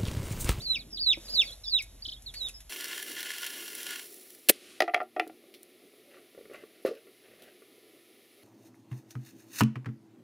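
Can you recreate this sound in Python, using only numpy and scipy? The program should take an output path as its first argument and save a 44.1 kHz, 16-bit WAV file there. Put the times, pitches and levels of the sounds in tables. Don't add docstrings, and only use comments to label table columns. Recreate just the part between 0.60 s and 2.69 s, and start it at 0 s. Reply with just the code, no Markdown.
import sys
import numpy as np
from scipy import signal
from scipy.fft import rfft, irfft
from scipy.io import wavfile
from scipy.ndimage import uniform_filter1d

SR = 44100
rng = np.random.default_rng(int(sys.argv[2]) if len(sys.argv) > 2 else 0)


def wav_out(sig):
    wavfile.write(sys.argv[1], SR, np.round(np.clip(np.atleast_2d(sig).T, -1, 1) * 32767).astype(np.int16))


N = 92389


def undb(db):
    return 10 ** (np.asarray(db) / 20)


def unit(x):
    return x / np.sqrt(np.mean(x ** 2))


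def times():
    return np.arange(N) / SR


def turning(hz):
    return 2 * np.pi * np.cumsum(hz) / SR


def over_time(points):
    s, db = np.array(points).T
    return np.interp(times(), s, db)


def over_hz(points, column=1):
    p = np.array(points, float)
    bins_hz = np.arange(N // 2 + 1) * SR / N
    return np.interp(np.log(bins_hz + 1), np.log(p[:, 0]), p[:, column])


def noise(colour):
    white = rng.standard_normal(N)
    return unit(irfft(rfft(white) * undb(over_hz(colour)), N))


def band(edges_hz):
    sos = signal.butter(2, edges_hz, "band", fs=SR, output="sos")
    return unit(signal.sosfilt(sos, rng.standard_normal(N)))


def walk(rate_hz):
    k = max(int(SR / rate_hz), 1)
    smooth = uniform_filter1d(rng.standard_normal(N), k)
    return unit(uniform_filter1d(smooth, k))


# (frequency [Hz], phase lead of left [radians], level of left minus right [dB])
PORT_DIFFERENCES = [(150, 0, 0), (500, .8, -1), (2400, .75, 0), (3350, .3, 0), (3650, .7, -5),
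                    (3920, 1.4, -6.5), (4150, 2, -2), (4550, 2.3, -2.5), (4950, 2.75, -1), (5500, 1.6, 0),
                    (8000, 1.8, 0), (8600, 3, 0), (9400, 3.1, 0), (10200, .4, 0), (11500, .1, 0)]


def ports(x):
    lead = over_hz(PORT_DIFFERENCES, column=1)
    balance_db = over_hz(PORT_DIFFERENCES, column=2)
    left = undb(balance_db / 2) * np.exp(.5j * lead)
    return irfft(rfft(x) * np.array([left, 1 / left]), N)


# (frequency [Hz], level [dB])
AIR_COLOUR = [(30, -7.5), (65, 6.5), (130, -3), (260, -41), (650, -14), (1000, -23), (2500, -22),
              (7000, -20), (11000, -22)]
# (frequency [Hz], level [dB])
DRAUGHT_COLOUR = [(40, -6), (160, -3), (450, -4), (1200, -19.5), (3000, -21), (8000, -21.5), (10000, 5),
                  (11500, -5.5)]
AIR_DB, DRAUGHT_DB = -56.5, -65


def air():
    room = undb(AIR_DB) * ports(noise(AIR_COLOUR))
    draught = undb(DRAUGHT_DB) * noise(DRAUGHT_COLOUR)
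    return room + draught * np.array([[1], [-1]])


HUM_HZ, HUM_WANDER_HZ, HUM_DB = 44.7, 1.5, -54.5


def hum():
    tone = np.sqrt(2) * np.sin(turning(HUM_HZ + HUM_WANDER_HZ * walk(9)))
    return undb(HUM_DB) * (1 + 0.067 * walk(42)) * tone


# (time [s], level [dB])
RUMBLE_LEVEL = [(0, -57), (.33, -56.5), (.5, -66), (.74, -58), (.9, -66), (1.02, -72), (1.45, -67),
                (1.85, -64), (2, -73.5)]
RUMBLE_BAND_HZ = (100, 320)


def rumble():
    return band(RUMBLE_BAND_HZ) * undb(over_time(RUMBLE_LEVEL) + 1.84 * walk(25))


# (time [s], level [dB])
RUSTLE_LEVEL = [(0, -52.5), (.45, -77), (.62, -52), (0.781, -48), (.92, -54), (1.02, -63), (1.6, -73.5),
                (1.85, -50.5), (2.09, -84)]
# (frequency [Hz], level [dB])
RUSTLE_SPECTRUM = [(250, -20), (520, -2), (1000, -16), (2500, -15.5), (6000, -9), (11000, -14.5)]


def rustle():
    level_db = over_time(RUSTLE_LEVEL) + 0.52 * walk(40) + 1.8 * walk(270)
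    return noise(RUSTLE_SPECTRUM) * undb(level_db)


# (time [s], level of the push [dB], contact length [s])
KNOCK_PUSHES = [(.527, -53, 0.00028), (.574, -41, 0.00027), (1.478, -43.5, 0.0021)]
# (frequency [Hz], level per unit push [dB], time to decay by 60 dB [s])
TUB_MODES = [(333, 2, 0.097), (549, 2.5, 0.032), (934, -17, 0.092)]


def knocks():
    t, push = times(), 0
    ring = sum(undb(db - 60 * t / t60) * np.sin(2 * np.pi * hz * t) for hz, db, t60 in TUB_MODES)
    for s, db, contact in KNOCK_PUSHES:
        blow = np.exp(-(2 * (t - s) / contact) ** 2)
        push = push + undb(db) * blow / blow.sum()
    return signal.fftconvolve(push, ring)[:N]


# (time [s], onset level of the body [dB], onset level of the treble [dB])
TICK_STRIKES = [(0.129, -51.5, -58), (1.222, -57, -41), (1.394, -64.5, -77), (1.622, -80, -50),
                (1.739, -45, -44.5), (1.885, -52, -40.5), (2.004, -56.5, -49.5)]
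TICK_DECAY_S, TICK_GRAIN_DB = 0.012, 1.5
TICK_BODY_HZ, TICK_TREBLE_HZ = (1680, 4100), (5160, 11200)


def ticks():
    t, out = times(), 0
    body, treble = band(TICK_BODY_HZ), band(TICK_TREBLE_HZ)
    for s, body_db, treble_db in TICK_STRIKES:
        decay = (t >= s) * np.exp(-abs(t - s) / TICK_DECAY_S)
        out = out + decay * (undb(body_db) * body + undb(treble_db) * treble)
    return out * undb(TICK_GRAIN_DB * walk(700))


TUB_ECHO_DB, TUB_T60_S = -8.5, 0.075
ROOM_ECHO_DB, ROOM_T60_S = -23, 0.23
SPREAD = 0.51


def tail(x, t60, db, delay_s):
    t = times()
    fade = undb(-60 * t / t60) * (t > delay_s)
    spectrum = rfft(rng.standard_normal((2, N)) * fade)
    response = irfft(spectrum / abs(spectrum), N) * (t > delay_s) * (t < t60)
    shared, apart = undb(db) * signal.fftconvolve(x[None], response, axes=1)[:, :N]
    return ports(shared) + SPREAD * apart * np.array([[1], [-1]])


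FLUTTER_HZ, FULL_FLUTTER_DEPTH_HZ, FULL_FLUTTER_SHARE = 197, 153, 0.4
FLUTTER_FROM_HZ, FLUTTER_FULL_HZ = 4100, 4170
JITTER = 0.00442
REEDY_BELOW_HZ, REEDY_RANGE_HZ = 3075, 300
HIGH_OVERTONES_DB = -17


def syrinx(hz, overtones_db, reedy_db, flutter_factor):
    high = np.clip((hz - FLUTTER_FROM_HZ) / (FLUTTER_FULL_HZ - FLUTTER_FROM_HZ), 0, 1)
    flutter = flutter_factor * high * np.sin(turning(FLUTTER_HZ * (1 + 0.081 * walk(72))))
    phase = turning(hz * (1 + JITTER * walk(470)) + FULL_FLUTTER_DEPTH_HZ * flutter)
    reedy = np.clip((REEDY_BELOW_HZ - hz) / REEDY_RANGE_HZ, 0, 1)
    second = undb(overtones_db[0]) + undb(reedy_db) * reedy
    overtones = second * np.sin(2 * phase) + undb(overtones_db[1]) * np.sin(3 * phase)
    voice = np.sin(phase) + undb(HIGH_OVERTONES_DB * high) * overtones
    return np.sqrt(2) * (1 + FULL_FLUTTER_SHARE * flutter) * voice


# (start [s], length [s], pitch at start [Hz], pitch at middle [Hz],
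# pitch at end [Hz], level before the lift and sag [dB])
CHEEP_CALLS = [(0.19, 0.046, 4700, 3715, 3040, -47), (0.305, 0.033, 5270, 5470, 5360, -55.5),
               (.328, 0.06, 5095, 4775, 3810, -42.5), (.372, 0.0181, 4200, 3390, 3030, -30.5),
               (0.649, 0.11, 5210, 4234, 4050, -53), (0.849, 0.061, 4870, 4210, 3750, -48),
               (0.867, 0.074, 3914, 3330, 4130, -48.5), (0.921, 0.028, 3850, 4160, 4200, -43.5),
               (1.035, 0.047, 5300, 5380, 5100, -51.5), (1.038, 0.079, 4180, 3483, 4150, -48),
               (1.422, 0.024, 4630, 4760, 5950, -38), (1.535, 0.024, 3850, 3655, 3580, -42),
               (1.564, 0.035, 3190, 3410, 3730, -53), (1.661, 0.056, 4450, 3650, 3130, -44),
               (1.81, 0.05, 4086, 3650, 3280, -47.5), (1.941, .058, 5290, 5130, 5460, -50.5)]
CHEEP_ATTACK_S, CHEEP_RELEASE_S = 0.002, 0.036
CHEEP_LIFT_DB, CHEEP_SAG_DB = 3, 1.5
CHEEP_OVERTONES_DB = (-23, -40)
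CHEEP_FLUTTER = 0.16


def cheeps():
    t, out = times(), 0
    for start, length, first, middle, last, db in CHEEP_CALLS:
        u = np.clip((t - start) / length, 0, 1)
        hz = np.polyval(np.polyfit([0, .5, 1], [first, middle, last], 2), u)
        gate = np.clip(np.minimum(u / CHEEP_ATTACK_S, (1 - u) / CHEEP_RELEASE_S) * length, 0, 1)
        level = undb(db + CHEEP_LIFT_DB - CHEEP_SAG_DB * u)
        out = out + gate * level * syrinx(hz, CHEEP_OVERTONES_DB, -25, CHEEP_FLUTTER)
    return out


# (time of the lowest pitch [s], level there [dB])
TRILL_SWOOPS = [(1.4588, -37), (1.491, -37.5), (1.5265, -40.5)]
TRILL_LOW_HZ, TRILL_HIGH_HZ = 3050, 5800
TRILL_SWOOP_S, TRILL_FADE_DB = .034, 20
EDGE_S = 0.00354


def trill():
    t, out = times(), 0
    for s, db in TRILL_SWOOPS:
        u = np.clip((t - s) / TRILL_SWOOP_S, -.5, .5)
        height = np.sin(np.pi * u) ** 2
        gate = np.clip((.5 - abs(u)) * TRILL_SWOOP_S / EDGE_S, 0, 1)
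        phase = turning(TRILL_LOW_HZ + (TRILL_HIGH_HZ - TRILL_LOW_HZ) * height)
        tone = np.sin(phase) + undb(CHEEP_OVERTONES_DB[0]) * np.sin(2 * phase)
        out = out + gate * undb(db - TRILL_FADE_DB * height ** 2) * np.sqrt(2) * tone
    return out


# (time [s], pitch [Hz], level [dB])
PEEP_CONTOURS = [
    [(0, 3375, -48.5), (.02, 4476, -45.5), (.048, 4650, -42), (.068, 4117, -32.5), (.118, 4010, -26.5),
     (.143, 3790, -32), (.151, 3384, -31), (.155, 2870, -32.5), (.172, 2360, -35), (.184, 2170, -49)],
    [(.378, 3617, -42), (.412, 4862, -31.5), (.445, 4380, -30), (.456, 4330, -38), (.468, 4050, -24),
     (.498, 3815, -20.5), (.526, 3350, -25), (.535, 2570, -29.5), (.55, 1990, -47.5)],
    [(.682, 3900, -46.5), (.702, 4795, -39.5), (.73, 4890, -37), (.756, 4463, -27.5), (.772, 4000, -26.5),
     (.8, 3580, -17.5), (.812, 3280, -25), (.819, 2744, -25), (.843, 2010, -44.5)],
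    [(1.05, 4290, -52.5), (1.082, 5020, -33.5), (1.108, 4560, -41), (1.138, 3960, -24),
     (1.158, 3862, -21.5), (1.18, 3483, -31), (1.191, 2686, -32.5), (1.216, 2102, -40)],
    [(1.742, 4230, -51), (1.775, 4580, -41.5), (1.8, 4236, -45), (1.82, 3837, -33.5), (1.842, 3850, -33),
     (1.876, 3524, -38), (1.888, 2820, -63), (1.899, 2530, -40.5)],
]
PEEP_OVERTONES_DB, PEEP_REEDY_DB = (-31, -43.5), -8
PEEP_FLUTTER = 0.87


def peeps():
    t, out = times(), 0
    for peep in PEEP_CONTOURS:
        s, hz, db = np.array(peep).T
        gate = np.clip(np.minimum(t - s[0], s[-1] - t) / EDGE_S + .5, 0, 1)
        pitch = uniform_filter1d(np.interp(t, s, hz), size=200)
        voice = syrinx(pitch, PEEP_OVERTONES_DB, PEEP_REEDY_DB, PEEP_FLUTTER)
        out = out + gate * undb(np.interp(t, s, db)) * voice
    return out


def scene():
    quaver = undb(0.5 * walk(170))
    calls = peeps() + (cheeps() + trill()) * quaver + ticks()
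    tub = tail(calls, TUB_T60_S, TUB_ECHO_DB, delay_s=.0015)
    room = tail(calls, ROOM_T60_S, ROOM_ECHO_DB, delay_s=.0069)
    direct = ports(calls + knocks() + rustle() + rumble())
    return direct + tub + room + hum() + air()


# (frequency [Hz], level [dB])
MIC_RESPONSE = [(8200, 0), (9000, -2.5), (9900, 0.5), (11600, 5.5), (12600, -21.5), (14000, -16.5)]
TOP_HZ = 13600


def record(dry):
    coloured = irfft(rfft(dry) * undb(over_hz(MIC_RESPONSE)), N)
    low_pass = signal.ellip(8, .2, 70, TOP_HZ, fs=SR, output="sos")
    return signal.sosfilt(low_pass, coloured)


dry = scene()
out = record(dry)
wav_out(out)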